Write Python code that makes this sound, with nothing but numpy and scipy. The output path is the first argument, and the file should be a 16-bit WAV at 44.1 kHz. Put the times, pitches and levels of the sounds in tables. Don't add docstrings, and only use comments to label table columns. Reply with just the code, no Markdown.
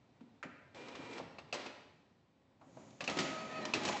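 import sys
import numpy as np
from scipy import signal
from scipy.fft import rfft, irfft
from scipy.io import wavfile
from scipy.ndimage import uniform_filter1d

SR = 44100
rng = np.random.default_rng(int(sys.argv[2]) if len(sys.argv) > 2 else 0)


def inscribe(sig):
    pcm = np.round(np.clip(np.atleast_2d(sig).T, -1, 1) * 32767)
    wavfile.write(sys.argv[1], SR, pcm.astype(np.int16))


N = 176400
T = np.arange(N) / SR

# (time [s], level [dB])
CARRIAGE_EFFORT = [(.743, -77.5), (.748, -54.5), (.9, -52.5), (1.0, -53), (1.1, -51.5), (1.18, -49),
                   (1.21, -56), (1.3, -76)]
RATCHET_EFFORT = [(1.525, -83), (1.55, -44.5), (1.6, -51.5), (1.66, -54.5), (1.70, -62.5), (1.9, -78.5)]
CREEP_EFFORT = [(2.3, -92), (2.37, -77.5), (2.6, -72), (2.62, -66), (2.71, -65), (2.78, -59.5), (2.86, -60),
                (3.0, -69.5), (3.05, -76)]
FEED_EFFORT = [(3.0, -63), (3.03, -46), (3.072, -58.5), (3.09, -38), (3.15, -44.5), (3.22, -41.5),
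               (3.3, -46), (3.4, -50), (3.55, -50), (3.61, -46.5), (3.66, -47.5), (3.73, -51),
               (3.76, -40.5), (3.81, -43.5), (3.88, -42.5), (3.95, -48), (4.0, -53)]
# (frequency [Hz], level [dB])
CARRIAGE_SPECTRUM = [(60, -17), (125, -7.5), (189, -11), (227, -3), (465, 1), (582, -3.5), (971, -7),
                     (1690, -12.5), (2340, -10), (8000, -27.5), (10400, -73)]
RATCHET_SPECTRUM = [(145, -24), (231, 0.5), (388, -4), (998, -5), (1310, -6.5), (3920, -10), (8000, -27),
                    (10400, -68)]
CREEP_SPECTRUM = [(50, -20), (139, 1.5), (203, -10.5), (256, 0), (475, -15.5), (528, -2.5), (575, -7),
                  (1560, -22), (6890, -39.5), (8000, -32.5), (10400, -66)]
FEED_SPECTRUM = [(50, -22.5), (212, -4.5), (446, -10), (639, -5), (1090, -13.5), (1260, -8), (1370, -15),
                 (2600, -15), (7040, -32.5), (8000, -41), (10400, -72)]
def drives():
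    return (meshing(CARRIAGE_EFFORT, CARRIAGE_SPECTRUM, spread_db=1, flutter_db=1)
            + meshing(RATCHET_EFFORT, RATCHET_SPECTRUM)
            + meshing(CREEP_EFFORT, CREEP_SPECTRUM)
            + meshing(FEED_EFFORT, FEED_SPECTRUM))

def meshing(effort, spectrum, spread_db=1.5, flutter_db=2, teeth_per_s=520):
    count = np.floor(np.cumsum(teeth_per_s * (1 + .08 * drift(60))) / SR)
    strength = from_db(spread_db * np.clip(rng.standard_normal(N), -2, 2))
    teeth = np.diff(count, prepend=0) * strength * rng.choice([-1, 1], N)
    friction = .88 * rng.standard_normal(N)
    envelope = level(effort) * from_db(flutter_db * drift(50))
    return envelope * in_case(unit_power(teeth) + friction, at_hz(spectrum, bins(N)))

# (time [s], level [dB], tilt [dB/octave], T60 [s])
SNAPS = [(.207, -63, -5.5, 0.077), (.746, -55.5, 0, .05), (.883, -47.5, -1, 0.052),
         (.953, -47, -1.5, 0.066), (1.13, -53, 0.5, .12), (1.181, -46.5, -1, .07), (1.540, -41, 4.5, .08),
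         (1.661, -45, -1, 0.065), (2.613, -62.5, -7, .08), (2.7694, -58.5, -4.5, 0.028),
         (2.905, -61.5, 4, .03), (3.021, -51, 0.5, .05), (3.040, -42.5, 2, .07), (3.097, -38.5, 2.5, .08),
         (3.170, -38, -1, .07), (3.187, -31.5, 0.5, .09), (3.201, -36.5, 4.5, .1), (3.624, -57, 4, .05),
         (3.652, -36, 1, 0.037), (3.750, -37.5, 0, .08), (3.833, -43, 4, .06), (3.850, -35, 2.5, .09),
         (3.879, -38, -0.5, .08), (3.887, -37.5, 2, .06), (3.924, -38.5, -1.5, .07),
         (3.967, -40, -1.5, .05)]
# (time [s], crack level [dB], tilt [dB/octave], crack T60 [s], ring level [dB])
LATCH_DROPS = [(1.384, -48.5, -3, .09, -45.5), (1.526, -38, 1.5, .08, -37.5),
               (3.006, -38.5, -1, 0.063, -40), (3.076, -37.5, -.5, 0.058, -30.5),
               (3.736, -31, 0, 0.06, -28)]
# (frequency [Hz], level [dB])
CLICK_SPECTRUM = [(100, -21), (400, -5), (900, -0.5), (1600, -5), (2600, -2), (3300, -5), (4200, -6),
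                  (6000, -9.5), (8000, -18.5)]
def clicks(after_t60=.28):
    out, hz = np.zeros(N), bins(SR)
    after_ring = from_db(-18 - 60 * T[:SR] / after_t60)
    for start, db, tilt, t60, *_ in SNAPS + LATCH_DROPS:
        ring = dense_modes(at_hz(CLICK_SPECTRUM, hz) + tilt * np.log2(np.maximum(hz, 300)))
        add(out, start, from_db(db) * ring * (decay(t60) + after_ring))
    return out

# (frequency [Hz], level [dB])
SPRING_MODES = [(2400, -6), (2615, 0), (2790, -7), (4090, -12), (4440, -11)]
def latch_rings(attack_s=.0013, t60=.06, detune=.004):
    out, t = np.zeros(N), T[:SR]
    envelope = np.minimum(t / attack_s, 1) * from_db(-60 * t / t60)
    for start, *_, ring_db in LATCH_DROPS:
        ring = sum(from_db(db) * mode(hz * rng.normal(1, detune)) for hz, db in SPRING_MODES)
        add(out, start, from_db(ring_db) * unit_power(ring) * envelope)
    return out

# (time [s], level [dB], centre frequency [Hz], T60 [s])
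CHASSIS_LOADS = [(.210, -54, 235.5, 0.24), (.436, -49, 498, 0.13), (.449, -46.5, 238, 0.15),
                 (.99, -47.5, 283, 0.18), (1.196, -42, 656, 0.083), (1.206, -48, 145, 0.25),
                 (1.527, -41, 591, 0.18), (1.538, -44, 341, 0.14), (1.664, -53.5, 447, 0.1),
                 (2.105, -66, 156.5, 0.22), (2.611, -57.5, 755, 0.16), (2.727, -59, 221, 0.24),
                 (2.769, -50.5, 652, 0.065), (3.008, -52, 644, 0.07), (3.032, -48, 280, 0.094),
                 (3.082, -41.5, 380, 0.1), (3.165, -38, 301, 0.15), (3.19, -37.5, 250, .2),
                 (3.586, -45, 330, 0.21), (3.655, -46.5, 328, 0.14), (3.745, -37.5, 328, 0.23),
                 (3.75, -47, 149.6, 0.22), (3.833, -45, 298, 0.13), (3.85, -36, 230, 0.11),
                 (3.8914, -31.5, 604, 0.048)]
def knocks(width_octaves=.55, skirt_db=-20.5):
    out = np.zeros(N)
    for start, db, centre_hz, t60 in CHASSIS_LOADS:
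        octaves = np.log2(bins(SR) / centre_hz)
        band = np.exp(-.5 * (octaves / width_octaves) ** 2) + from_db(skirt_db) / (1 + octaves ** 2)
        ring = dense_modes(20 * np.log10(band)) + from_db(-6) * mode(centre_hz)
        add(out, start, from_db(db) * unit_power(ring) * decay(t60, attack_s=.0044))
    return out

# (frequency [Hz], level [dB])
CLACK_SPECTRUM = [(200, -24), (700, -12), (1300, 2), (1750, 0), (2300, 2), (2750, -6.5), (3200, -12),
                  (5500, -21), (7200, -18.5), (8200, -35)]
def clack(start=.4275):
    out = np.zeros(N)
    ring = dense_modes(at_hz(CLACK_SPECTRUM, bins(SR)))
    add(out, start, from_db(-41) * ring * decay(t60=.1))
    return out

# (time [s], level [dB])
MOTOR_LEVEL = [(3.07, -90), (3.09, -55), (3.27, -51.5), (3.46, -50), (3.5, -54.5), (3.6, -46.5),
               (3.614, -60), (3.75, -73)]
# (order, level [dB], throb depth [dB])
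HARMONICS = [(1, -1.5, 0), (2, -.5, 2), (4, -16, 3), (7, -18.5, 6)]
def motor(hz=635.3, turns_per_s=6.2, peak_s=3.56):
    load = np.cos(2 * np.pi * turns_per_s * (T - peak_s))
    return level(MOTOR_LEVEL) * sum(from_db(db + throb * load) * tone(k * hz) for k, db, throb in HARMONICS)

# (start [s], end [s],
# frequency [Hz], level [dB])
GEAR_TONES = [(3.49, 3.66, 1809, -57.5), (3.51, 3.65, 1900, -61.5), (3.48, 3.58, 2540, -60),
              (3.6, 3.67, 610, -52), (3.617, 3.628, 4050, -58), (.76, 1.18, 2390, -63.5),
              (.77, 1.17, 955, -66)]
def gear_whines(attack_s=.012, t60=.22):
    out = np.zeros(N)
    for start, end, hz, db in GEAR_TONES:
        gate = np.clip((T - start) / attack_s, 0, 1) * from_db(-60 * np.maximum(T - end, 0) / t60)
        out += gate * from_db(db) * tone(hz, wobble=.01, flutter_db=3.5)
    return out

# (time [s], frequency [Hz], level [dB])
ROLLER_GLIDE = [(3.79, 850, -62), (3.83, 843, -46.5), (3.925, 846, -50), (3.942, 845, -40.5),
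                (3.958, 820, -39), (3.968, 780, -53), (4.0, 780, -66)]
def roller_squeal():
    times, hz, db = np.transpose(ROLLER_GLIDE)
    return level(np.c_[times, db]) * tone(np.interp(T, times, hz))

# (frequency [Hz], level [dB])
CARD_LEVEL = [(2.6, -86), (2.8, -70.5), (3.0, -73), (3.1, -59.5), (3.25, -53), (3.4, -62), (3.72, -72),
              (3.76, -55), (3.82, -62), (3.88, -48.5), (4.0, -60.5)]
CARD_SPECTRUM = [(500, -23.5), (2000, 1.5), (3500, -0.5), (5000, -2), (7000, 6), (8200, -13)]
def card_slide():
    return level(CARD_LEVEL) * case_noise(CARD_SPECTRUM)

# (frequency [Hz], bandwidth [Hz], lift [dB])
CASE_MODES = [(156, 15, 5), (223, 18, 5), (274.5, 22, 6), (383, 51, 3), (538, 18, 3.5), (783, 17, 1.5),
              (997, 24, 4.5), (1916, 66, 4), (2320, 120, 2.5), (4010, 84, 3.5)]
def in_case(x, spectrum_db):
    hz = bins(len(x))
    lift = sum(db / (1 + (2 * (hz - centre) / width) ** 2) for centre, width, db in CASE_MODES)
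    return unit_power(irfft(rfft(x) * from_db(spectrum_db + lift), len(x)))

# (frequency [Hz], level [dB])
ROOM_SPECTRUM = [(100, -6.5), (400, -6), (1000, -4.5), (2500, -4.5), (5000, -7), (8000, -12)]
def room(x, t60=.82, treble_t60=.65, split_hz=7200, gap_s=.0086, build_s=.015):
    t, hz = T[:SR], bins(SR)
    noise = rfft(rng.standard_normal(SR))
    low_share = 1 / (1 + (hz / split_hz) ** 6)
    low = irfft(noise * low_share) * from_db(-60 * t / t60)
    treble = irfft(noise * (1 - low_share)) * from_db(-60 * t / treble_t60)
    tail = rfft(np.clip((t - gap_s) / build_s, 0, 1) * (low + treble))
    even = tail / np.sqrt(uniform_filter1d(np.abs(tail) ** 2, size=20))
    fade = np.cos(np.pi / 2 * t ** 2) ** 2
    response = irfft(even * from_db(at_hz(ROOM_SPECTRUM, hz))) * fade
    return signal.fftconvolve(x, response)[:N]

# (frequency [Hz], level [dB])
IDLE_LEVEL = [(0, -68.5), (.4, -68.5), (1.5, -62.5), (2.3, -72.5), (4, -73.5)]
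IDLE_SPECTRUM = [(45, -9), (110, 5), (230, -1), (550, -6), (800, -6.5), (1400, -14.5), (3800, -20),
                 (7500, -30.5)]
def idle_hum():
    return level(IDLE_LEVEL) * case_noise(IDLE_SPECTRUM)

def case_noise(spectrum):
    return in_case(rng.standard_normal(N), at_hz(spectrum, bins(N)))

def dense_modes(spectrum_db):
    ring = in_case(rng.standard_normal(SR), spectrum_db)
    return ring / np.sqrt(uniform_filter1d(ring ** 2, size=600))

def decay(t60, attack_s=.0013):
    t = T[:SR]
    return np.minimum(t / attack_s, 1) * from_db(-60 * np.maximum(t - attack_s, 0) / t60)

def mode(hz):
    return np.sqrt(2) * np.sin(2 * np.pi * (hz * T[:SR] + rng.random()))

def tone(hz, wobble=.003, flutter_db=2):
    phase = 2 * np.pi * np.cumsum(hz * (1 + wobble * drift(150))) / SR
    return np.sqrt(2) * from_db(flutter_db * drift(35.24)) * np.sin(phase)

def drift(per_s):
    return np.interp(T * per_s, np.arange(2000), rng.standard_normal(2000))

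def level(curve):
    times, db = np.transpose(curve)
    return from_db(np.interp(T, times, db, left=-200, right=-200))

def at_hz(spectrum, hz):
    points_hz, db = np.transpose(spectrum)
    return np.interp(np.log(hz), np.log(points_hz), db) + 12 * np.minimum(np.log2(hz / points_hz[0]), 0)

def bins(size):
    return np.maximum(np.fft.rfftfreq(size, 1 / SR), 1)

def from_db(db):
    return 10 ** (np.asarray(db) / 20)

def unit_power(x):
    return x / np.sqrt(np.mean(x ** 2) + 1e-20)

def add(out, start, sound):
    i = max(int(start * SR), 0)
    out[i:i + len(sound)] += sound[:N - i]

def scene():
    printer = drives() + clicks() + clack() + knocks() + card_slide()
    rings = latch_rings()
    reverberation = room(printer + from_db(-13) * rings)
    tones = motor() + gear_whines() + roller_squeal()
    return (printer + rings + reverberation + tones + idle_hum())[None]

def record(dry):
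    thin = signal.sosfilt(signal.butter(2, 48, "high", fs=SR, output="sos"), dry)
    return signal.sosfilt(signal.cheby2(20, 70, 8650, fs=SR, output="sos"), thin)

dry = scene()
out = record(dry)
inscribe(out)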